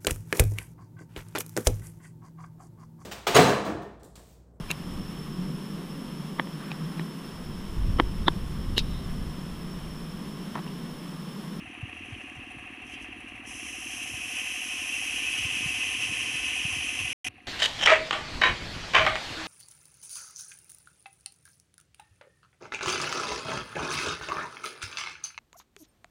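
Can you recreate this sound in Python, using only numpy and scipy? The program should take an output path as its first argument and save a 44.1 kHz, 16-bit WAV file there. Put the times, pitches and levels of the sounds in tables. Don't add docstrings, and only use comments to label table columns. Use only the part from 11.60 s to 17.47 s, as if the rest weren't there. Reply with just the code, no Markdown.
import sys
import numpy as np
from scipy import signal
from scipy.fft import rfft, irfft
from scipy.io import wavfile
from scipy.ndimage import uniform_filter1d, minimum_filter1d

SR = 44100
rng = np.random.default_rng(int(sys.argv[2]) if len(sys.argv) > 2 else 0)


def materialize(psi):
    bounded = np.clip(np.atleast_2d(psi).T, -1, 1)
    quanta = np.round(bounded * 32767).astype(np.int16)
    wavfile.write(sys.argv[1], SR, quanta)


def magnitude_from_level(level_db):
    exponent = np.asarray(level_db, float) / 20
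    return 10 ** exponent


N = 258855

DROPOUT_S, RETURN_S = 5.531, 5.644
FAR_S = 5.685
IDLE_HZ = 12.95


def colour(x, points):
    hz, db = np.transpose(points)
    f = np.maximum(np.fft.rfftfreq(N, 1 / SR), 1)
    gain_db = np.interp(np.log(f), np.log(hz), db, left=-90, right=-90)
    y = irfft(rfft(x) * magnitude_from_level(gain_db), N)
    return y / y.std()


def walk(rate):
    k = int(SR / rate)
    held = np.repeat(rng.standard_normal(N // k + 1), k)
    return 1.1 * uniform_filter1d(uniform_filter1d(held, k), k)[:N]


def curves(rows):
    s, *columns = np.transpose(rows)
    return [np.interp(np.arange(N) / SR, s, c) for c in columns]


def bumps(rows):
    s, half_s, *db = np.transpose(rows)
    t = np.arange(0, N + 64, 64) / SR
    humps = np.exp(-((t - s[:, None]) / half_s[:, None]) ** 2)
    return [np.interp(np.arange(N) / SR, t, d @ humps) for d in db]


def add(out, s, sound):
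    i = int(s * SR)
    if 0 <= i < N:
        out[i:i + len(sound)] += sound[:N - i]


def burst(hz, length_s, glide=0., lean=0.79):
    u = np.linspace(0, 1, int(length_s * SR))
    hump = np.sin(np.pi * u ** lean) ** 2
    turns = hz * length_s * (u - .5) * (1 + glide * (.5 - u))
    return hump * np.sin(2 * np.pi * turns)


def ticks(spread_db, size):
    loud = np.minimum(rng.exponential(size=N // size + 1), 4)
    grains = uniform_filter1d(loud.repeat(size)[:N], size // 2)
    return rng.standard_normal(N) * magnitude_from_level(spread_db * grains)


def forest(far):
    # f/Hz, level/dB
    leaf_tone = [(300, -11), (1000, -7), (3000, 7), (4200, 11), (6000, -13), (10000, -10), (15500, -24)]
    # f/Hz, level/dB
    insect_tone = [(10500, -20), (12500, 1), (15800, 1)]
    leaves = magnitude_from_level(-73) * colour(rng.standard_normal(N), leaf_tone)
    insects = magnitude_from_level(-86 - 6 * far) * colour(rng.standard_normal(N), insect_tone)
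    return leaves + insects


def wind(level_db):
    # f/Hz, level/dB
    wind_tone = [(20, -34), (40, -4.5), (70, 0.5), (110, -1), (170, -14.5), (260, -5), (400, -11),
                 (700, -28)]
    gusty = rng.standard_normal(N) * magnitude_from_level(2.1 * walk(14))
    return colour(gusty, wind_tone) * magnitude_from_level(level_db)


def thumps():
    # t/s of the peak, peak level/dB, f/Hz, turns
    blows = [(0.077, -46, 112, 2), (0.237, -27.5, 99, 1.9), (0.532, -32.5, 93.6, 2.2),
             (.774, -44, 122, 2.7), (0.791, -39.5, 80.5, 2), (.972, -41.5, 120, 2), (2.545, -38, 90, 1.25),
             (3.8, -44, 100, 2.4), (3.822, -43, 60, 2), (3.856, -32.5, 102, 1.4), (3.93, -43, 100, 2),
             (3.97, -42, 190, 2.3), (4.009, -35, 233, 1.9), (4.038, -41, 89, 2.9), (4.064, -29.5, 124, 1.5),
             (4.394, -47, 90, 1.7), (4.42, -49, 95, 1.5), (4.5, -37.5, 102, 1.6), (4.523, -34.5, 230, 0.92),
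             (4.748, -39, 120, 2.3), (4.875, -44, 65, 1.9), (5.055, -28, 121, 1.1), (5.132, -38.5, 74, 1.8),
             (5.174, -38.5, 100, 1.8), (5.197, -43, 90, 1.8), (5.41, -40, 95, 2.2), (5.43, -39, 85, 2.8),
             (5.452, -35, 94.5, 0.92), (5.689, -45, 99, 1.9)]
    out = np.zeros(N)
    for s, db, hz, turns in blows:
        length_s = (turns + 1) / hz
        add(out, s - length_s / 3, magnitude_from_level(db) * burst(hz, length_s, glide=.4, lean=.58))
    return out


def clatter(phase):
    # f/Hz, level/dB
    tin_tone = [(240, -35), (400, -16.5), (900, -12.5), (1190, -8.5), (1470, -16), (1650, -7), (2250, -5.5),
                (2500, 0), (2780, 2.5), (3100, -23.5), (3620, -27.5), (5000, -50)]
    # f/Hz, level/dB
    valve_tone = [(3300, -17), (3700, -1), (4900, -26), (5700, 0), (6500, -14), (6800, -11), (8500, -7),
                  (10000, 4.5), (11000, -8.5), (12500, -24), (15600, -29)]
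    swell_db = np.exp(-((phase % 1 - .52) / 0.1) ** 2) + 0.24 * np.cos(4 * np.pi * phase)
    tin = colour(ticks(1.95, size=120) * magnitude_from_level(2.4 * swell_db + 0.61 * walk(40)), tin_tone)
    valves = colour(ticks(1.6, size=100) * magnitude_from_level(5.1 * swell_db + 2.4 * walk(27)), valve_tone)
    return tin + magnitude_from_level(-20.5) * valves


def engine(firings, period):
    # place in cycle 0-1, f/Hz, rise/s, t60/s, level/dB, level scatter/dB
    knocks = [(0.7, 2040, 0.00072, 0.0091, -33.5, 4.5), (0.2, 1300, .001, 0.019, -51, 4.5),
              (.46, 726, 0.023, 0.12, -39.5, 0.5), (0.4, 755, 0.0049, 0.05, -41, -3),
              (0.84, 1100, 0.0071, 0.038, -67, 11), (.62, 289, 0.0019, 0.034, -47, 1),
              (0.3, 140, 0.012, 0.028, -50, -4)]
    pop_hz, pop_s, pop_db = 284, .0145, -38.5
    wall_s, wall_db = .0228, -4
    load_lag = 0.0887
    exhaust, casing, t = np.zeros(N), np.zeros(N), np.arange(SR // 8) / SR
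    chance = rng.standard_normal((len(firings), 3 + 2 * len(knocks)))
    for s, p, c in zip(firings, period, chance):
        hz = pop_hz * (1 + 0.0036 * c[0])
        pop = burst(hz, pop_s, glide=0.033, lean=0.9)
        echo = burst(0.92 * hz, 1.075 * pop_s, glide=0.042, lean=0.83)
        start_s = s - pop_s / 2
        add(exhaust, start_s, pop * magnitude_from_level(pop_db + 0.84 * c[1]))
        add(exhaust, start_s + wall_s, -echo * magnitude_from_level(pop_db + wall_db + 0.72 * c[2]))
        late = load_lag * (IDLE_HZ - 1 / p)
        for (place, hz, rise, t60, db, scatter_db), a, b in zip(knocks, c[3::2], c[4::2]):
            envelope = (1 - np.exp(-t / rise)) * magnitude_from_level(-60 * t / t60)
            ring = envelope * np.sin(2 * np.pi * hz * (1 + 0.0045 * b) * t)
            add(casing, s + (place + late + 0.01157 * b) * p, ring * magnitude_from_level(db + scatter_db * a))
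    return exhaust, casing


def feed():
    # t/s, blade howl level/dB
    bite_track = [(1.86, -45), (2.05, -40.5), (2.4, -39), (2.62, -37), (2.78, -34.5), (3.06, -35),
                  (3.65, -31.5), (4.5, -31), (5.68, -32)]
    # t/s, half length/s, howl rise/dB, hiss rise/dB
    grazes = [(.55, 0.22, 1.5, 6), (.545, 0.014, 6, -2), (.76, .02, -3, 4.5), (1.3, .04, 1.5, 9),
              (1.34, 0.024, 6, 11), (1.39, 0.063, 5.5, 0), (1.43, 0.03, 1, 13), (1.69, .025, -2, 4),
              (1.82, .015, -18, -2)]
    # t/s, half length/s, howl rise/dB
    knots = [(2.2, .06, -1), (2.32, 0.042, 2.5), (2.43, 0.012, 4.5), (2.455, .012, -1), (2.48, .012, 1.5),
             (2.52, .02, -1), (2.575, .015, 0.5), (2.78, .04, 1.5), (3.735, 0.018, 1.5),
             (3.755, 0.013, -0.5), (3.785, .012, 2), (4.23, .015, 1), (4.4, 0.0065, -3.5),
             (4.425, 0.019, 2), (4.51, 0.011, -2.5), (5.36, 0.036, -1.5), (5.4, .015, 3.5),
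             (5.661, 0.0042, -8), (5.67, 0.0044, 6.5)]
    free_howl_db, free_hiss_db = -49.5, -70
    full_howl_db, full_hiss_db = -30.5, -41.5
    entry_s, entry_rise_s = 1.842, 0.033
    dust_top_s, dust_hold_s, dust_fade_db_s = 2.2, 0.8, 4
    t = np.arange(N) / SR
    inside = np.clip((t - entry_s) / entry_rise_s, 0, 1)
    bite_db, knot_db = curves(bite_track)[0], bumps(knots)[0]
    graze_howl_db, graze_hiss_db = bumps(grazes)
    scrap_db = -1.5 * (t > RETURN_S)
    cut_howl_db = bite_db + knot_db + scrap_db
    cut_hiss_db = full_hiss_db + 0.49 * (bite_db - full_howl_db) + 0.56 * knot_db
    howl_db = (1 - inside) * (free_howl_db + graze_howl_db) + inside * cut_howl_db
    hiss_db = (1 - inside) * (free_hiss_db + graze_hiss_db) + inside * cut_hiss_db
    thrown_db = np.interp(t, [entry_s, dust_top_s], [-2, 5])
    settled_db = dust_fade_db_s * np.clip(t - dust_top_s - dust_hold_s, 0, 1.6)
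    dust_db = np.where(t < entry_s, -0.5, thrown_db - settled_db)
    return howl_db, hiss_db, dust_db


def saw(speed, howl_db, hiss_db, dust_db):
    # f/Hz, level/dB
    howl_tone = [(240, -49), (400, -27), (500, -22), (606, -29.5), (881, -23), (1040, -22.5), (1390, -29.5),
                 (2190, -10), (2600, 1), (3220, -6), (3710, -30), (4500, -30), (5850, -73)]
    # f/Hz, level/dB
    hiss_tone = [(3000, -46), (3980, -10), (4540, -30), (5100, -4.5), (6000, 2), (6450, 1.5), (6850, -11.5),
                 (7200, -10), (9280, -5), (10300, 1.5), (11000, -5), (12900, -30.5), (15000, -30),
                 (15700, -33)]
    # f/Hz, width/Hz, level/dB
    plate = [(1060, 33, -26.5), (1217, 44, -29.5), (1506, 44, -25.5), (1789, 27, -20.5), (2017, 41, -17.5),
             (2346, 41, -14.5), (2494, 32, -13), (2583, 20.5, -7), (2730, 42, -8), (2878, 52, -11.5),
             (3092, 27, -15.5), (3970, 27, -31.5), (4820, 63, -26), (5260, 31, -29), (5620, 49, -20.5),
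             (5840, 12, -34), (6085, 46, -17.5), (6580, 68, -36.5), (6990, 40, -28), (7440, 77, -23.5),
             (7570, 20, -32), (8270, 40, -24), (8500, 35, -37), (8820, 38, -27.5), (9130, 76, -27.5),
             (10230, 52, -25)]
    teeth_per_cycle = 40.8
    tooth = np.cumsum(teeth_per_cycle * speed * (1 + .024 * walk(25))) / SR
    strikes = np.diff(np.floor(tooth), prepend=0) * magnitude_from_level(5.8 * rng.standard_normal(N))
    grain = magnitude_from_level(0.41 * walk(45))
    bite = (strikes / strikes.std() + 2.13 * rng.standard_normal(N)) * grain
    out = magnitude_from_level(howl_db - 2.0) * colour(bite, howl_tone)
    graze = ticks(3.2, size=90)
    light = np.clip((-53.5 - hiss_db) / 8, 0, 1)
    rub = light * graze / graze.std() + np.sqrt(1 - light ** 2) * rng.standard_normal(N)
    hiss = colour(rub * grain * magnitude_from_level(0.76 * walk(24.66)), hiss_tone)
    dust_band = signal.butter(3, [11300, 13600], "band", fs=SR, output="sos")
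    dust = signal.sosfiltfilt(dust_band, hiss)
    out += magnitude_from_level(hiss_db) * (hiss + (magnitude_from_level(dust_db) - 1) * dust)
    low_db = howl_db + 0.36 * (howl_db + 29.5)
    high_db = hiss_db + 8.5
    for hz, width, db in plate:
        ring = signal.lfilter(*signal.iirpeak(hz, hz / width, SR), rng.standard_normal(N) * grain)
        out += magnitude_from_level(db + (low_db if hz < 5000 else high_db)) * ring / ring.std()
    return out


def scene():
    # t/s, rate/Hz (cycles a second)
    speed_track = [(0.0, 12.924), (0.7, 12.945), (1.4, 12.977), (1.9, 12.949), (2.2, 12.976), (2.5, 12.581),
                   (2.8, 12.389), (3.3, 12.445), (4.0, 12.369), (4.7, 12.302), (5.53, 12.155)]
    late_firings = [5.612, 5.667, 5.745, 5.822]
    # t/s, level/dB
    gusts = [(0, -54.5), (2.4, -55), (3, -57), (3.9, -50), (4.3, -52), (4.8, -51), (5.2, -52.5),
             (5.68, -51.5)]
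    # exhaust, casing, clatter, wind, howl, hiss level/dB
    far_start_db = [-13.5, -11.5, -59.5, -56.5, -64.5, -88]
    far_slope_db = [20, 34, 20, -28, 9, 57]
    t = np.arange(N) / SR
    far = t > FAR_S
    speed, = curves(speed_track)
    phase = -.3204 + np.cumsum(speed) / SR
    cycles = np.arange(int(phase[int(DROPOUT_S * SR)]) + 1)
    firings = np.append(np.interp(cycles, phase, t), late_firings)
    phase = np.where(far, (t - late_firings[1]) * IDLE_HZ, phase)
    firing_hz = np.where(firings > RETURN_S, IDLE_HZ, speed[(firings * SR).astype(int)])

    load = IDLE_HZ - speed
    howl_db, hiss_db, dust_db = feed()
    close_db = [-3 * load, 4.5 * load, np.full(N, -46.), curves(gusts)[0], howl_db, hiss_db]
    far_db = np.array(far_start_db)[:, None] + np.outer(far_slope_db, t - FAR_S)
    exhaust_db, casing_db, clatter_db, wind_db, howl_db, hiss_db = np.where(far, far_db, close_db)

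    exhaust, casing = engine(firings, 1 / firing_hz)
    casing = np.where(far, np.roll(casing, int(0.00493 * SR)), casing)
    motor = magnitude_from_level(exhaust_db) * exhaust + magnitude_from_level(casing_db) * casing + magnitude_from_level(clatter_db) * clatter(phase)
    blade = saw(speed, howl_db, hiss_db, dust_db)
    return (forest(far) + wind(wind_db) + thumps() + motor + blade)[None]


def roll_off(x):
    return signal.sosfilt(signal.butter(12, 16030, fs=SR, output="sos"), x)


def record(dry):
    limit = .13
    t = np.arange(N) / SR
    room_left = minimum_filter1d(np.minimum(1, limit / (abs(dry) + 1e-9)), size=129)
    held = dry * uniform_filter1d(room_left, size=129)
    gate = np.clip((DROPOUT_S - t) / 0.0012, 0, 1) + np.clip((t - RETURN_S) / 0.0014, 0, 1)
    top = signal.ellip(10, .1, 70, 15780, fs=SR, output="sos")
    return roll_off(signal.sosfiltfilt(top, held * gate))


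dry = scene()
out = record(dry)
materialize(out)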